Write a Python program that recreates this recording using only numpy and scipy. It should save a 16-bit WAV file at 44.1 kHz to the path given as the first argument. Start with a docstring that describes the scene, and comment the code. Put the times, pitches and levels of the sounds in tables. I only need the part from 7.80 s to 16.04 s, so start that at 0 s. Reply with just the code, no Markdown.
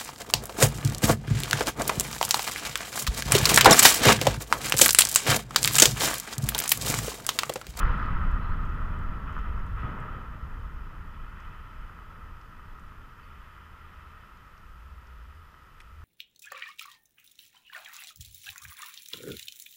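"""A heavy roar and deep roll begin at once with blast waves, as cooling towers are blown up far away.
Blasts are pressure pulses; the roll, thuds and breaking concrete are random blows through filters.
Hail, fizz and sharp cracks ring a hollow camera housing; the long rumble sinks in surges and echoes.
Hiss, buzz and whine run beneath; ticks are scattered throughout, with a few faint chirps.
Low throbs come late, and a small hard snap near 8 s."""
import sys
import numpy as np
from scipy import signal
from scipy.fft import rfft, irfft
from scipy.io import wavfile
from scipy.ndimage import uniform_filter1d

SR = 44100
rng = np.random.default_rng(int(sys.argv[2]) if len(sys.argv) > 2 else 0)


def pcm_store(signal):
    """Save signal as 16-bit PCM."""
    levels = np.round(np.clip(np.atleast_2d(signal), -1, 1) * 32767)
    wavfile.write(sys.argv[1], SR, levels.astype(np.int16).T)


N = 363384
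TIME = np.arange(N) / SR  # s
FREQ = np.fft.rfftfreq(N, 1 / SR)  # Hz


def amp(db):
    """Decibel law: level re full scale to amplitude."""
    return 10 ** (np.asarray(db) / 20)


def unit(x):
    """Power normalisation: scales to rms 1."""
    return x / np.sqrt(np.mean(x ** 2) + 1e-20)


def shape(points):
    """Spectral envelope: levels interpolated over log frequency, as gains."""
    hz, db = np.transpose(points)
    return amp(np.interp(np.log(FREQ + 1), np.log(hz), db))


def modes(rows):
    """Modal superposition: resonance curves added in power, as gains over frequency."""
    power = 0
    for hz, width, db in rows:
        detuning = 2 * (FREQ - hz) / (1.25 * width)
        power = power + (amp(db) / (1 + detuning ** 2)) ** 2
    return np.sqrt(power)


def ring(gain):
    """Minimum phase: the causal response whose gain has this shape, its peak brought to 1."""
    cepstrum = irfft(np.log(np.maximum(gain / gain.max(), 1e-5)), N)
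    # folding the cepstrum onto positive time makes the response causal
    cepstrum[1:N // 2] *= 2
    cepstrum[N // 2 + 1:] = 0
    return irfft(np.exp(rfft(cepstrum)), N)[:SR // 8]


def colour(x, gain):
    """Linear filtering: convolution with the causal response."""
    return signal.oaconvolve(x, ring(gain))[:N]


def steady(x, seconds):
    """Short-time power normalisation: keeps the grain, removes slow swells."""
    window = np.hanning(int(seconds * SR) + 3)
    energy = signal.oaconvolve(x ** 2, window, "same")
    weight = signal.oaconvolve(np.ones(N), window, "same")
    return x / np.sqrt(np.abs(energy / weight) + 1e-20)


def add(mix, s, sound):
    """Superposition: mixes a sound in at time s."""
    part = mix[max(round(s * SR), 0):][:len(sound)]
    part += sound[:len(part)]


def impacts(per_s, spread_db):
    """Shot noise: random blows of either sign, many small and a few large."""
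    size = amp(spread_db * np.minimum(rng.exponential(1, N), 4))
    sign = rng.choice([-1, 1], N)
    struck = rng.random(N) < per_s / SR
    return unit(size * sign * struck)


def fade(db, db_per_s):
    """Exponential decay: a gain whose level sinks at a constant rate."""
    return amp(db - db_per_s * TIME)


def swell(start, length, attack_s, release_s):
    """Growth and decay: a linear rise, a hold to the end of the length, an exponential release."""
    age = TIME - start
    rise = np.clip(age / attack_s, 0, 1)
    return rise * np.exp(-np.clip(age - length, 0, 20 * release_s) / release_s)


def together(gains):
    """Incoherent addition: unrelated sounds add in power."""
    return np.sqrt(sum(gain ** 2 for gain in gains))


# surges: the opening blow, then sections of shell giving way and sliding; each size adds its share:
# (start [s], length [s], level before the share [dB], brightness [dB per octave])
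SURGES = [(-0.03, 0.052, -34, 2.5), (.95, 0.43, -48.5, 0), (1.45, .14, -44, 4.5), (1.62, 0.19, -47, 0),
          (1.947, .11, -42, 4.5), (2.003, 0.13, -42.5, -1.9), (2.158, 0.19, -42.5, 0),
          (2.49, 0.32, -56.5, -3), (3.078, 0.057, -57.5, -3.5), (3.304, 0.74, -56.5, 6.5),
          (3.55, 0.13, -53, 6.5), (4.08, 0.2, -58.5, 1), (4.3, 0.13, -54.5, 1.0), (4.675, 0.51, -64, -3.0),
          (5.364, 0.47, -61.5, 11), (5.925, 0.51, -56.5, 7), (7.203, 0.11, -62.5, 0)]
SURGE_ATTACK_S, SURGE_RELEASE_S = 0.032, 0.14


def debris(volley_db, volley_fade, settling_db, settling_fade, share_db, octaves):
    """Double decay: a fast fade after the volley and a slow settling, with surges on top."""
    levels = [fade(volley_db, volley_fade), fade(settling_db, settling_fade)]
    for s, length, db, bright_db in SURGES:
        peak = amp(db + share_db + bright_db * octaves)
        levels.append(peak * swell(s, length, SURGE_ATTACK_S, SURGE_RELEASE_S))
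    return together(levels)


# air modes of the hollow housing, the -6 dB bandwidth being 1.25 times the width:
# (centre [Hz], width [Hz], relative level [dB])
HOUSING_MODES = [(409, 268, -13.5), (623, 22, -13), (955, 135, -8), (1083, 297, -5), (1265, 110, 2.5),
                 (1333, 170, 0.5), (1570, 450, -9), (1888, 268, -10.5), (2460, 200, -19.5),
                 (2644, 112, -19), (3012, 270, -21), (3380, 133, -26.5), (3780, 500, -40.5),
                 (4960, 88, -40.5)]


def housing():
    """Cavity resonance: the gain of the air modes in the housing."""
    return modes(HOUSING_MODES)


# spectra of the roll and of the thuds: (frequency [Hz], relative level per hertz [dB])
ROLL_SPECTRUM = [(6, -46), (13, -8), (20, -2), (29, 1.5), (38, -6.5), (60, -7), (78, -11), (100, -18),
                 (150, -36.5), (400, -83.5)]
THUD_SPECTRUM = [(40, -35.5), (80, 1), (105, 1.5), (145, 0), (185, -2.5), (215, -6), (245, -8.5),
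                 (300, -14), (380, -24), (600, -31), (1500, -87)]
# echoes swelling out of the roll: (start [s], length [s], level [dB])
LAND_ECHOES = [(0.349, 0.24, -26), (0.713, .5, -31.5), (1.48, 0.52, -33), (2.57, 0.48, -38.5),
               (3.154, 0.37, -41), (3.62, 0.13, -41), (3.88, .17, -43.5), (4.34, .19, -44),
               (4.747, 0.465, -48), (5.417, 0.13, -56), (6.798, 0.11, -47), (7.875, .36, -57)]
ECHO_ATTACK_S, ECHO_RELEASE_S = 0.06, 0.047
# falling slabs: (volley [dB], its fade [dB/s], settling [dB], its fade [dB/s],
# share in a surge [dB], pitch above the roar [octaves])
SLAB_DEBRIS = (-35.5, 6, -48.5, 1.9, -3.5, -3)
# rms level at the start, its fade, and the level it sinks to
ROLL_DB, ROLL_FADE_DB_PER_S, ROLL_REST_DB = -28, 4.5, -56.5


def rumble():
    """Reverberation: blast echoes merge into a dense deep roll; falling slabs thud above it."""
    levels = [fade(ROLL_DB, ROLL_FADE_DB_PER_S), amp(ROLL_REST_DB)]
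    for s, length, db in LAND_ECHOES:
        levels.append(amp(db) * swell(s, length, ECHO_ATTACK_S, ECHO_RELEASE_S))
    roll = colour(impacts(per_s=830, spread_db=1.0), shape(ROLL_SPECTRUM))
    slabs = colour(impacts(per_s=1100, spread_db=1.5), shape(THUD_SPECTRUM))
    return together(levels) * steady(roll, seconds=0.29) + debris(*SLAB_DEBRIS) * steady(slabs, seconds=0.34)


# large, middling and small breaking concrete, each: (volley [dB], its fade [dB/s], settling [dB],
# its fade [dB/s], share in a surge [dB], pitch above the roar [octaves])
CRUNCH_DEBRIS = (-49, 6, -60.5, 1.02, -10, -1)
ROAR_DEBRIS = (-36, 8.5, -47.5, 1.31, -2.5, 0)
GRIT_DEBRIS = (-49.5, 9.5, -59, 0.75, -16, 1.31)


def collapse(box):
    """Forced resonance: a hail of concrete rings the housing; big pieces crunch and roar, grit outlasts them."""
    # power shares of the sizes, crossing near 740 and 2150 Hz
    large = 1 / (1 + (FREQ / 740) ** 14)
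    small = 1 / (1 + (2150 / (FREQ + 1)) ** 9)
    middling = (1 - large) * (1 - small)
    sizes = [(large, CRUNCH_DEBRIS), (middling, ROAR_DEBRIS), (small, GRIT_DEBRIS)]
    out = np.zeros(N)
    for share, settings in sizes:
        blows = impacts(per_s=2200, spread_db=0.5) + 0.85 * rng.standard_normal(N)
        out += debris(*settings) * steady(colour(blows, box * np.sqrt(share)), seconds=0.24)
    return out


# sizzle of the opening volley: a brief burst, then a faint fading trail
FIZZ_DB, FIZZ_HOLD_S, FIZZ_RELEASE_S = -67.5, 0.27, 0.037
FIZZ_TRAIL_DB, FIZZ_TRAIL_FADE_DB_PER_S = -72, 6.5


def fizz(box):
    """High-mode excitation: the first charges are sharp enough to sizzle in the housing's treble."""
    low_cut = 1 / (1 + (3800 / (FREQ + 1)) ** 16)
    treble = low_cut / (1 + (FREQ / 5200) ** 4)
    burst = amp(FIZZ_DB) * swell(0, FIZZ_HOLD_S, attack_s=0.002, release_s=FIZZ_RELEASE_S)
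    level = together([burst, fade(FIZZ_TRAIL_DB, FIZZ_TRAIL_FADE_DB_PER_S)])
    return level * steady(colour(impacts(per_s=2600, spread_db=4.5), box * treble), seconds=0.099)


# spectrum of the preamplifier hiss: (frequency [Hz], relative level per hertz [dB])
HISS_SPECTRUM = [(100, -3), (3000, 10), (4500, 3.5), (5000, 7), (5500, 2.5), (6600, 0.5), (8500, -3),
                 (9800, -2), (10200, -5), (10800, -1.5), (13400, -4), (14500, -8), (15200, -16)]
# treble resonances rung by the field pulses, the -6 dB bandwidth being 1.25 times the width:
# (centre [Hz], width [Hz], relative level [dB])
BUZZ_MODES = [(7070, 390, -3), (10260, 270, 6.5), (11400, 450, 0.5), (13600, 1200, -13)]
# whine, its sidebands and a separate thin tone at 12076 Hz, all lowered together by 1 dB:
# (frequency [Hz], rms level before that [dB])
THIN_TONES = [(9830, -97), (12076, -94), (13067, -99), (13307, -98), (13486, -99), (13546, -98),
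              (13786, -94), (13846, -90), (13906, -82), (13966, -96), (14026, -98)]
FIELD_HZ = 59.94  # pulse rate of the camera's fields


def electronics():
    """Noise and line spectra: preamplifier hiss, a pulse-train buzz at the field rate, thin steady tones."""
    hiss = amp(-69.5) * unit(colour(rng.standard_normal(N), shape(HISS_SPECTRUM)))
    samples_from_pulse = ((TIME * FIELD_HZ) % 1 - 0.5) * SR / FIELD_HZ
    pulses = np.sinc(samples_from_pulse)
    buzz = amp(-87.0) * unit(colour(pulses, modes(BUZZ_MODES)))
    tones = np.zeros(N)
    for hz, db in THIN_TONES:
        tones += amp(db) * np.sqrt(2) * np.sin(2 * np.pi * (hz * TIME + rng.random()))
    return hiss + buzz + amp(-1.0) * tones


# the heaviest pressure waves, the push lasting 1.6 times the time scale:
# (time [s], peak level [dB], time scale [s])
BLAST_WAVES = [(0.03, -14.5, 0.0068), (0.095, -17.5, 0.0043), (0.33, -19.5, 0.011), (0.453, -27.5, 0.015),
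               (0.702, -20.5, 0.0091), (1.252, -23.5, 0.012), (1.516, -30, 0.013), (1.694, -24.5, 0.0042),
               (1.778, -24, 0.011), (2.045, -25, 0.0028), (3.981, -34, 0.0079), (4.907, -43, 0.0096),
               (5.066, -38.5, 0.0068)]


def blasts():
    """Blast wave: a push and an opposite rebound, its front rounded by the distance."""
    out, t = np.zeros(N), TIME[:SR // 4]
    for s, db, push in BLAST_WAVES:
        u = t / push
        wave = -u * (1.6 - u) * np.exp(-(u / 2.1) ** 2)
        add(out, s, amp(db) * wave / abs(wave).max())
    return out


# sharp reports of charges and snapping concrete: (time [s], peak level [dB])
SHARP_REPORTS = [(0.031, -20.5), (0.079, -25.5), (.184, -30), (0.2, -22.5), (0.227, -27), (0.285, -26),
                 (0.368, -26), (0.415, -27), (0.722, -29.5), (1.02, -38), (1.493, -31.5), (1.566, -26.5),
                 (1.579, -29.5), (1.844, -35), (2.033, -33), (2.178, -30), (2.237, -30.5), (3.527, -38),
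                 (3.856, -47), (4.097, -37), (4.189, -35.5), (4.795, -40), (4.987, -42), (5.121, -39),
                 (5.779, -40), (7.742, -42), (8.219, -46)]


def cracks(box):
    """Impulse response: single shocks, dulled by the air, ring the housing and trail ground scatter."""
    out, t = np.zeros(N), TIME[:SR // 12]
    response = ring(box * modes([(1250, 1150, 0)]))  # favours the band around 1.25 kHz
    for s, db in SHARP_REPORTS:
        shock = 0.044 * rng.standard_normal(len(t)) * np.exp(-t / 0.0024)  # scatter
        shock[0] = 1
        crack = signal.fftconvolve(shock, response)
        add(out, s, amp(db) * crack / abs(crack).max())
    return out


# stray small ticks close to the microphone: (time [s], peak level [dB], centre [Hz])
STRAY_TICKS = [(0.052, -53, 4200), (.227, -56, 3970), (.258, -52, 4400), (.894, -60, 4900),
               (1.589, -56, 4950), (1.794, -59, 5200), (2.001, -61, 5100), (3.601, -58, 4900),
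               (4.614, -57, 4850), (4.995, -58, 7000), (6.573, -58, 4900), (6.778, -58, 4900),
               (7.270, -57.5, 4970)]
# a light, even ticking close to the microphone while the shells fall
TICKING_START_S, TICKING_PERIOD_S, TICKING_COUNT = 0.177, 0.3374, 7
TICKING_DB, TICKING_HZ = -60, 7300


def ticks():
    """Damped resonance: brief noise bursts, each through one broad resonance twice."""
    out, t = np.zeros(N), TIME[:SR // 30]
    ticking = [(TICKING_START_S + k * TICKING_PERIOD_S, TICKING_DB, TICKING_HZ) for k in range(TICKING_COUNT)]
    for s, db, hz in [*ticking, *STRAY_TICKS]:
        burst = rng.standard_normal(len(t)) * np.exp(-t / 0.004)
        resonance = signal.iirpeak(hz, 1.7, fs=SR)
        tick = signal.lfilter(*resonance, signal.lfilter(*resonance, burst))
        add(out, s, amp(db) * tick / abs(tick).max())
    return out


# faint calls of a distant bird, before the pitch roughness:
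# (time [s], length [s], start pitch [Hz], end pitch [Hz], peak level [dB])
BIRD_CHIRPS = [(0.6, 0.093, 4080, 4060, -66), (0.667, 0.087, 4070, 4300, -68),
               (5.415, .05, 4800, 4520, -69)]


def chirps():
    """Frequency modulation: short gliding tones, roughened by random pitch changes."""
    out = np.zeros(N)
    for s, length, start_hz, end_hz, db in BIRD_CHIRPS:
        count = int(length * SR)
        roughness = 150 * unit(uniform_filter1d(rng.standard_normal(count), size=60))  # 150 Hz rms
        hz = np.linspace(start_hz, end_hz, count) + roughness
        add(out, s, amp(db) * np.hanning(count) * np.sin(2 * np.pi * np.cumsum(hz) / SR))
    return out


# low throbs on two pitches as the rumble dies:
# (start [s], length [s], mean pitch [Hz], rms level [dB])
LOW_THROBS = [(5.4, .17, 76.6, -53.5), (5.516, 0.1, 57.5, -49.5), (5.73, 0.22, 76.6, -55.5),
              (5.975, 0.35, 76.6, -53), (6.083, 0.23, 57.5, -54), (6.46, 0.2, 57.5, -57.5),
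              (6.86, .33, 57.5, -48), (7.025, 0.12, 76.6, -47), (7.26, 0.17, 57.5, -45),
              (7.435, 0.17, 76.6, -49.5), (8.01, 0.24, 57.5, -51), (8.083, .16, 76.6, -48)]
THROB_ATTACK_S, THROB_RELEASE_S = 0.07, 0.073


def throb():
    """Beating: two wandering low tones take turns and interfere where they overlap."""
    out = np.zeros(N)
    for s, length, hz, db in LOW_THROBS:
        wander = unit(irfft(rfft(rng.standard_normal(N)) * (FREQ < 14), N))  # slower than 14 Hz
        tone = np.sqrt(2) * np.sin(2 * np.pi * np.cumsum(hz + 3.22 * wander) / SR)
        out += amp(db) * swell(s, length, THROB_ATTACK_S, THROB_RELEASE_S) * tone
    return out


# one snap right at the housing and its rebounds:
# (time [s], peak level [dB], share of bright edge [0-1], decay [s])
SNAP_CONTACTS = [(8.002, -40, 0.16, 0.0069), (8.005, -48, 0.25, 0.0027), (8.015, -53, .7, .0018)]
# what the snap rings, the -6 dB bandwidth being 1.25 times the width:
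# (centre [Hz], width [Hz], relative level [dB])
SNAP_BODY_MODES = [(1950, 660, -3), (2410, 340, 2), (3200, 790, -7.5)]
SNAP_EDGE_MODES = [(5500, 1600, 3), (8000, 1600, 0), (10300, 1800, -4), (12500, 1200, -9)]


def snap():
    """Contact excitation: a hard, gritty touch rings a short hollow body and a bright edge."""
    out, t = np.zeros(N), TIME[:SR // 30]
    body = unit(ring(modes(SNAP_BODY_MODES)))
    edge = unit(ring(modes(SNAP_EDGE_MODES)))
    for s, db, bright, decay in SNAP_CONTACTS:
        burst = rng.choice([-1., 1.], len(t)) * np.exp(-(t / decay) ** 1.6)
        click = signal.fftconvolve(burst, (1 - bright) * body + bright * edge)
        add(out, s, amp(db) * click / abs(click).max())
    return out


def scene():
    """Linear superposition: all sources add at the one microphone."""
    box = housing()
    demolition = rumble() + collapse(box) + fizz(box) + blasts() + cracks(box)
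    return (demolition + electronics() + ticks() + chirps() + throb() + snap())[None]


def record(dry):
    """Band limiting: a linear-phase low-pass at the recorder's upper edge."""
    low_pass = signal.firwin(511, 15200, window=("kaiser", 9), fs=SR)  # edge in Hz
    return signal.oaconvolve(dry, low_pass[None], "same")


dry = scene()
out = record(dry)
pcm_store(out)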